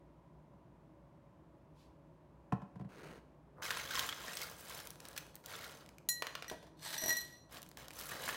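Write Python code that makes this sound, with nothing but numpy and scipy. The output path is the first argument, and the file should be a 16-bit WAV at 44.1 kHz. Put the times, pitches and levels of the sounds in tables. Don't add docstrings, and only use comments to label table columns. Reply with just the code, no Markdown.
import sys
import numpy as np
from scipy import signal
from scipy.fft import rfft, irfft
from scipy.io import wavfile

SR = 44100
rng = np.random.default_rng(int(sys.argv[2]) if len(sys.argv) > 2 else 0)


def log_audio(samples):
    frames = np.atleast_2d(samples).T
    limited = np.clip(frames, -1, 1)
    pcm = np.round(limited * 32767).astype(np.int16)
    wavfile.write(sys.argv[1], SR, pcm)


N = 368676

# freq_hz, density_db
AIR_TONE = [(25, -32), (62, 0.5), (88, -6.5), (160, 2), (220, -7), (310, -4), (460, -14), (580, -7.5),
            (750, -15), (980, -11.5), (1300, -22.5), (2000, -29), (4500, -41), (16000, -50.5)]
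# freq_hz, relative_rms_db
HUM_LINES = [(59.2, -74), (150.7, -71), (258.4, -79), (317.6, -76.5), (355.3, -82), (414.5, -80.5),
             (565.2, -76.5), (656.8, -83.5), (974.4, -84)]
AIR_RMS_DB = -63

# freq_hz, t60_s
ROOM_DECAY = [(120, 0.33), (400, 0.39), (1500, 0.5), (5000, 0.65), (10000, 0.61), (16000, 0.25)]
# freq_hz, level_db
ROOM_TONE = [(100, -11.5), (500, -3), (1500, -5), (5000, -9), (10000, -10), (16000, -8)]
BAND_EDGE_HZ = 16050

# start_s, relative_level_db, hardness_db_per_octave
BUMPS = [(2.5226, -25.5, 0), (2.618, -41.5, -1.5), (2.623, -45, -7), (2.757, -41, -5), (2.796, -39.5, -3.5),
         (2.811, -40, -4.5), (2.847, -40, -8)]
# freq_hz, relative_level_db, t60_s
COUNTER_MODES = [(72, -17, 0.17), (121, -4, 0.15), (154, -3, 0.087), (189, -2, 0.14), (246, -8.5, 0.062),
                 (310, -12.5, 0.068), (562, -17.5, 0.096), (730, -5, 0.043), (840, -12, 0.045),
                 (1015, -1, 0.033), (1105, -9, 0.04), (1350, -14, 0.035), (2490, -18, 0.017)]

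# time_s, relative_level_db
GLASS_DRAG = [(2.89, -63), (3.06, -55), (3.18, -61), (3.22, -85)]
# freq_hz, level_db
DRAG_TONE = [(88, -16), (170, 3.5), (330, -2), (440, 0), (560, -8), (1000, -10), (1700, -14), (2200, -19),
             (4000, -25.5), (7000, -30.5), (16000, -38.5)]
# start_s, swell_s, settling_s, relative_level_db
BOTTLE_BRUSH = [(1.74, 0.062, .12, -71.5)]
# freq_hz, level_db
BRUSH_TONE = [(1000, -14), (2500, 1), (4300, 2), (7000, -6), (12000, -12), (16000, -17)]
# start_s, swell_s, settling_s, relative_level_db
BAG_SHOVES = [(3.56, 0.023, 0.14, -53.5), (8.108, .012, 0.62, -52)]
# freq_hz, level_db
RUB_TONE = [(30, -19), (70, -1), (120, -2.5), (200, -5), (330, -7), (500, 0.5), (800, -3.5), (1200, -7),
            (3000, -46.5)]
RUB_DB, RUB_AT_GRIND_DB, RUB_DB_PER_GRIND_DB = -59.5, -49, 0.46

# start_s, swell_s, settling_s, relative_grinding_db, crinkling_db
SCOOP_DIGS = [(3.617, 0.0094, 0.68, -44.5, -54.5), (3.89, 0.077, 0.21, -42.5, -48.5),
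              (4.14, 0.11, 0.31, -50.5, -56), (4.345, 0.019, .24, -50, -52.5),
              (4.575, 0.0069, 0.19, -58.5, -56.5), (4.65, 0.05, 0.23, -51, -53),
              (4.98, 0.067, 0.28, -61.5, -68), (5.15, 0.013, 0.11, -57, -69),
              (5.43, 0.098, 0.31, -50.5, -57.5), (7.49, 0.072, 0.057, -54.5, -59.5),
              (7.765, 0.02, 0.12, -56, -63), (7.92, 0.086, 0.23, -55, -51.5),
              (8.07, 0.042, 0.43, -51.5, -57), (8.17, 0.079, 0.25, -48, -51.5)]
SETTLE_DB, SETTLE_EXPONENT = -19, 1.65
# freq_hz, level_db
ICE_TONE = [(80, -26), (250, -10.5), (520, -12), (800, -10), (1150, -4), (1650, -0.5), (2250, -5),
            (3200, -4.5), (4500, -7), (6500, -9.5), (10000, -19), (16000, -17)]
# start_s, peak_db, brightness_db_per_octave
BAG_SNAPS = [(4.8007, -38, -4), (4.871, -33.5, -2.5), (4.9037, -32.5, -1), (5.0025, -37, -4),
             (5.0523, -36.5, -4.5), (5.085, -34, 0.5), (5.3539, -33, 2.5), (5.4594, -29.5, 0),
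             (7.6175, -39.5, -2), (7.628, -34, -1.5), (7.6886, -40, 5), (7.7713, -34.5, -5),
             (7.8818, -37.5, -5.5), (7.9124, -42.5, -5.5), (7.9351, -38, -5.5), (8.0106, -31, -2)]
# freq_hz, level_db
SNAP_TONE = [(300, -16.5), (1500, -6.5), (3500, -3), (7000, -0.5), (12000, 0), (16000, 0)]
# start_s, end_s, typical_peak_db
FILM_RELAXING = [(4.751, 5.448, -46.5), (5.603, 5.96, -45.5), (7.49, 7.9, -46), (7.899, 8.02, -37)]
TICKS_PER_S, TICK_SPREAD_DB, TICK_TILT_DB_PER_OCTAVE = 18, 1.5, -6.5

# time_s, relative_level_db
SCOOP_SLIDE = [(6.77, -82), (6.848, -54.5), (6.93, -54), (6.942, -50.5), (7.01, -58.5), (7.098, -52),
               (7.4, -84.5)]
# freq_hz, level_db
SCOOP_TONE = [(180, -39), (300, -8.5), (555, -11.5), (656, 3), (713, -13), (961, -5.5), (1300, -8.5),
              (1750, -2), (2440, -9), (3520, -2.5), (7440, -11), (8360, -6.5), (10200, -15), (13800, -11.5),
              (16000, -26)]
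# start_s, peak_db, pitch_hz, brightness_db_per_octave
ICE_KNOCKS = [(3.6214, -32.5, 1520, 0), (3.7051, -21, 1650, 0), (3.77, -30.5, 2950, -1),
              (3.9069, -30, 1531, 1), (3.9524, -24.5, 3330, 0), (3.9922, -20, 3150, 4),
              (4.089, -24, 3320, 1), (4.125, -29, 3360, -3.5), (4.28, -31.5, 1813, 1.5),
              (4.332, -34.5, 2600, 1), (4.3696, -27, 5400, 4), (4.4154, -27, 4550, 6),
              (4.431, -28.5, 4750, 7), (5.163, -35, 1750, 2), (5.176, -26, 2280, 4),
              (5.642, -35.5, 4140, 6.5), (6.928, -30.5, 1520, 3.5), (6.9417, -33.5, 4686, -2),
              (7.569, -40.5, 2960, 1.5), (8.1156, -34, 1890, -7.5), (8.2773, -30, 1670, -4.5),
              (8.2886, -24, 1740, -1.5), (8.3431, -33, 1850, -2)]
REBOUND_S, REBOUND_DB = 0.0055, -7

# start_s, relative_peak_db, brightness_db_per_octave
CUBE_BOUNCES = [(6.221, -18.5, 0), (6.267, -26.5, 1), (6.351, -25, 0), (6.422, -29.5, 0), (6.443, -36, -2),
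                (6.497, -25.5, 4)]
# freq_hz, level_db
BOUNCE_TONE = [(150, -21), (400, -11.5), (600, -4), (750, -9), (1230, -1), (1750, -3), (2050, -3),
               (2500, -5), (4200, -8.5), (6000, -16), (10000, -24), (16000, -26.5)]

# freq_hz, t60_s, relative_rim_db, relative_wall_db
GLASS_MODES = [(1921, .5, -44, -47), (1934, .4, -62, -54), (4056, .2, -62, -68), (4090, .37, -39, -51.5),
               (5690, .15, -52, -58), (5790, .24, -47, -43), (5867, .22, -48, -43), (6914, .24, -35.5, -69),
               (8065, .18, -52, -57), (8098, .22, -49, -54), (10502, .18, -40.5, -73),
               (10780, .18, -48, -66), (11584, .22, -49, -55), (11825, .23, -56, -55),
               (11877, .23, -47, -53), (12472, .24, -45, -55), (14765, .23, -47, -67),
               (15300, .1, -52, -68)]
# start_s, strength_db, height (0 low on the wall .. 1 rim), brightness_db_per_octave
GLASS_CLINKS = [(6.0883, 2, 0.97, 1.5), (6.481, -9, .03, -1), (6.979, 0.5, 0.027, 1.5),
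                (7.005, -8, 0.27, 1), (7.016, 0, 0.11, 0), (7.038, 4, 0.083, -1.5), (7.06, -0.5, .1, 4),
                (7.081, 2.5, 0.14, 6.5), (7.094, 2.5, 0.6, 0.5), (7.105, 4.5, 0.089, -3),
                (7.126, 0.5, 0.12, 1), (7.168, 0, 0.4, 3), (7.207, -9.5, 0.35, 2), (7.245, -20, 0.18, 4),
                (7.324, -23, 0.092, -1), (7.37, -25, 0.2, -4)]
# start_s, relative_peak_db
BASE_LANDINGS = [(6.513, -36), (6.627, -50), (6.667, -50.5), (7.019, -43), (7.036, -37.5), (7.057, -38.5),
                 (7.081, -37), (7.107, -41.5)]
# freq_hz, level_db
BASE_TONE = [(100, -12.5), (220, -6), (360, -4), (510, -8), (650, 1.5), (800, -14), (970, -6), (1300, -24),
             (1750, -11), (2300, -25), (5000, -25.5), (16000, -39)]


def amp(db):
    return 10 ** (np.asarray(db) / 20)


def evened(x):
    return x / np.sqrt(np.mean(x ** 2) + 1e-20)


def sized(x, peak_db):
    return amp(peak_db) * x / abs(x).max()


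def in_band(x, low_hz, high_hz):
    edges_hz = [low_hz, min(high_hz, SR / 2 - 1)]
    band = signal.sosfilt(signal.butter(4, edges_hz, "band", fs=SR, output="sos"), x)
    return x / band.std()


def read(points, hz):
    point_hz, value = np.transpose(points)
    return np.interp(np.log(hz + 1), np.log(point_hz + 1), value)


def add(mix, start_s, sound):
    part = mix[round(start_s * SR):][:len(sound)]
    part += sound[:len(part)]


def level(rows):
    time_s, level_db = np.transpose(rows)
    return amp(np.interp(np.arange(N) / SR, time_s, level_db, left=-np.inf, right=-np.inf))


def pushes(rows, column=0):
    t, power = np.arange(N) / SR, np.zeros(N)
    for start_s, swell_s, settling_s, *db in rows:
        rise = np.clip((t - start_s) / swell_s, 0, 1)
        fall = np.clip((t - start_s - swell_s) / settling_s, 0, 2) ** SETTLE_EXPONENT
        active = t < start_s + swell_s + 2 * settling_s
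        power += (rise * amp(db[column] + SETTLE_DB * fall) * active) ** 2
    return np.sqrt(power)


def colour(x, tone, tilt_db=0, peak_hz=1000, peak_db=0, peak_octaves=0.1, size=1024):
    hz = np.fft.rfftfreq(size, 1 / SR)
    octaves_off_peak = np.log2((hz + 1) / peak_hz)
    tilt = tilt_db * np.log2(np.hypot(1, hz / 1000))
    resonance = peak_db / (1 + (octaves_off_peak / peak_octaves) ** 2)
    gain = amp(read(tone, hz) + tilt + resonance)
    log_gain = np.log(np.concatenate([gain, gain[-2:0:-1]]) + 1e-6)
    taps = np.fft.ifft(np.exp(np.conj(signal.hilbert(log_gain)))).real
    return signal.oaconvolve(x, taps)[:len(x)]


def contact(t60_s, rattle_db, size=4096, crush_s=0.0012):
    t = np.arange(size) / SR - crush_s
    crush = np.exp(np.minimum(t, 0) / 0.0002)
    decay = amp(-60 * np.maximum(t, 0) / t60_s)
    rattle = rng.standard_normal(size) * np.where(t < 0, crush, decay)
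    push = np.arange(size) == np.argmax(t >= 0)
    return push + amp(rattle_db) * rattle / np.linalg.norm(rattle)


def grains(per_s, spread_db, t60_s, ring_db=0, clump_db=0, count=20):
    at = np.flatnonzero(rng.random(N) < per_s / SR)
    strength = amp(spread_db * np.minimum(rng.exponential(1, len(at)), 4))
    strength = strength * rng.choice([-1, 1], len(at))
    piece, out = rng.integers(0, count, len(at)), np.zeros(N)
    for k, pitch_hz in enumerate(np.geomspace(900, 15000, count)):
        busy = np.interp(at, np.linspace(0, N, 250), rng.uniform(-1, 1, 250))
        clicks = np.bincount(at, strength * amp(clump_db * busy) * (piece == k), N)
        hit = contact(t60_s, rattle_db=9, size=768)
        sound = colour(hit, [(1, 0)], 0, pitch_hz, ring_db, 5 / np.sqrt(pitch_hz))
        out += signal.oaconvolve(clicks, evened(sound))[:N]
    return evened(out)


def ventilation(hum_trim_db=-1, line_width_hz=3):
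    hz = np.fft.rfftfreq(N, 1 / SR)
    air = evened(irfft(rfft(rng.standard_normal(N)) * amp(read(AIR_TONE, hz)), N))
    power = sum(amp(db) ** 2 * np.exp(-((hz - f) / line_width_hz) ** 2) for f, db in HUM_LINES)
    hum = evened(irfft(rfft(rng.standard_normal(N)) * np.sqrt(power), N))
    hum_rms = amp(hum_trim_db) * np.linalg.norm([amp(db) for f, db in HUM_LINES])
    return amp(AIR_RMS_DB) * air + hum_rms * hum


def kitchen(x, delay_s=0.0034):
    size = SR // 2
    taps = rng.choice([-1.0, 1.0], size) * (rng.random(size) < 4000 / SR)
    taps = taps * (np.arange(size) > delay_s * SR)
    hz, t, bands = signal.stft(taps, SR, nperseg=256)
    bands = bands * amp(-60 * t / read(ROOM_DECAY, hz)[:, None])
    norm = np.linalg.norm(signal.istft(bands, SR, nperseg=256)[1])
    tail = signal.istft(bands * amp(read(ROOM_TONE, hz))[:, None], SR, nperseg=256)[1] / norm
    return signal.oaconvolve(x, tail)[:N]


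def counter(crack_db=-5, rise_cycles=0.58):
    out, t = np.zeros(N), np.arange(SR // 3) / SR
    for start_s, db, hard_db in BUMPS:
        for k, (hz, mode_db, t60_s) in enumerate(COUNTER_MODES):
            swell = 1 - np.exp(-t * hz / rise_cycles)
            decay = amp(-60 * t / t60_s)
            gain = amp(db + mode_db + hard_db * np.log2(max(hz / 200, 1)))
            add(out, start_s, (-1) ** k * gain * swell * decay * np.sin(2 * np.pi * hz * t))
        hit = contact(t60_s=0.062, rattle_db=13, crush_s=0.00028)
        crack = colour(hit, DRAG_TONE, tilt_db=-2.5)
        add(out, start_s, sized(crack, db + crack_db + 0.86 * hard_db))
    return out


def handling(drag_db=-1.5, brush_db=-2, shove_db=-3):
    slips = grains(per_s=2500, spread_db=3.5, t60_s=0.0051, count=4)
    drag = amp(drag_db) * level(GLASS_DRAG) * in_band(colour(slips, DRAG_TONE), 280, 1020)
    dig_gain = amp(RUB_DB) * (pushes(SCOOP_DIGS) / amp(RUB_AT_GRIND_DB)) ** RUB_DB_PER_GRIND_DB
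    rub_gain = np.hypot(dig_gain, amp(shove_db) * pushes(BAG_SHOVES))
    rub = rub_gain * in_band(colour(slips, RUB_TONE), 350, 900)
    brush_noise = evened(colour(rng.standard_normal(N), BRUSH_TONE))
    brush = amp(brush_db) * pushes(BOTTLE_BRUSH) * brush_noise
    return drag + rub + brush


def small_snaps():
    rows = []
    for start_s, end_s, typical_db in FILM_RELAXING:
        for s in np.arange(start_s, end_s, 1 / TICKS_PER_S):
            tick_s = s + rng.random() / TICKS_PER_S
            peak_db = typical_db + TICK_SPREAD_DB * rng.standard_normal()
            rows.append((tick_s, peak_db, TICK_TILT_DB_PER_OCTAVE))
    return rows


def bag(ice_db=-1.14):
    grinding = grains(per_s=1500, spread_db=3, t60_s=0.012, ring_db=16, clump_db=6)
    ice = in_band(colour(grinding, ICE_TONE), 650, 4500)
    crinkling = grains(per_s=1700, spread_db=5, t60_s=0.017, ring_db=18.5, clump_db=8.5)
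    film = in_band(colour(crinkling, SNAP_TONE, tilt_db=0.8), 4900, 18000)
    out = amp(ice_db) * pushes(SCOOP_DIGS) * ice + pushes(SCOOP_DIGS, column=1) * film
    for start_s, peak_db, bright_db in BAG_SNAPS + small_snaps():
        snap = colour(contact(t60_s=0.0093, rattle_db=13.5), SNAP_TONE, bright_db)
        add(out, start_s, sized(snap, peak_db))
    return out


def scoop(slide_db=-1.5):
    skids = grains(per_s=1900, spread_db=3, t60_s=0.014, ring_db=11.5, clump_db=5, count=10)
    out = amp(slide_db) * level(SCOOP_SLIDE) * in_band(colour(skids, SCOOP_TONE), 2380, 3670)
    for start_s, peak_db, pitch_hz, bright_db in ICE_KNOCKS:
        for hop in range(2):
            hit = contact(t60_s=0.02, rattle_db=14.5)
            knock = colour(hit, ICE_TONE, bright_db, pitch_hz, peak_db=10.5, peak_octaves=0.11)
            hop_s = start_s + hop * REBOUND_S * rng.uniform(0.76, 1.1)
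            add(out, hop_s, sized(knock, peak_db + hop * REBOUND_DB))
    return out


def stray_cube(bounce_db=-1):
    out = np.zeros(N)
    for start_s, db, bright_db in CUBE_BOUNCES:
        hit = contact(t60_s=0.025, rattle_db=3, crush_s=0.002)
        add(out, start_s, sized(colour(hit, BOUNCE_TONE, bright_db), db + bounce_db))
    return out


def glass(ring_db=3, tick_db=-35, rim_tick_db=11, base_db=3, damping=0.69, detune=0.0016, treble_loss=0.36):
    out, t = np.zeros(N), np.arange(SR * 3 // 4) / SR
    hz, t60_s, rim_db, wall_db = np.transpose(GLASS_MODES)
    t60_s = t60_s / np.maximum(hz / 4500, 1) ** treble_loss
    for start_s, db, height, bright_db in GLASS_CLINKS:
        decay = amp(-60 * t / (t60_s[:, None] * (height + (1 - height) * damping)))
        shift, phase = rng.uniform(-1, 1, (2, len(hz), 1))
        mode_hz = hz[:, None] * (1 + detune * (1 - height) * shift)
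        ringing = decay * np.sin(2 * np.pi * mode_hz * t + np.pi * phase)
        mode_db = height * rim_db + (1 - height) * wall_db + bright_db * np.log2(hz / 5000)
        add(out, start_s, amp(ring_db + db + mode_db) @ ringing)
        hit = contact(t60_s=0.043, rattle_db=8.5, crush_s=0.0003)
        tick = colour(hit, SNAP_TONE, bright_db)
        add(out, start_s, sized(tick, db + tick_db + rim_tick_db * height))
    for start_s, db in BASE_LANDINGS:
        knock = colour(contact(t60_s=0.14, rattle_db=7), BASE_TONE)
        add(out, start_s, sized(knock, db + base_db))
    return out


def scene(glass_room_db=-5, bag_room_db=-3, cube_room_db=0.5, counter_room_db=-4):
    sources = [(counter() + handling(), counter_room_db), (bag() + scoop(), bag_room_db),
               (stray_cube(), cube_room_db), (glass(), glass_room_db)]
    direct = sum(sound for sound, room_db in sources)
    room = kitchen(sum(amp(room_db) * sound for sound, room_db in sources))
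    return (direct + room + ventilation())[None]


def record(dry):
    taps = signal.firwin(401, BAND_EDGE_HZ, window=("kaiser", 8), fs=SR)
    return signal.oaconvolve(dry, taps[None], "same")


dry = scene()
out = record(dry)
log_audio(out)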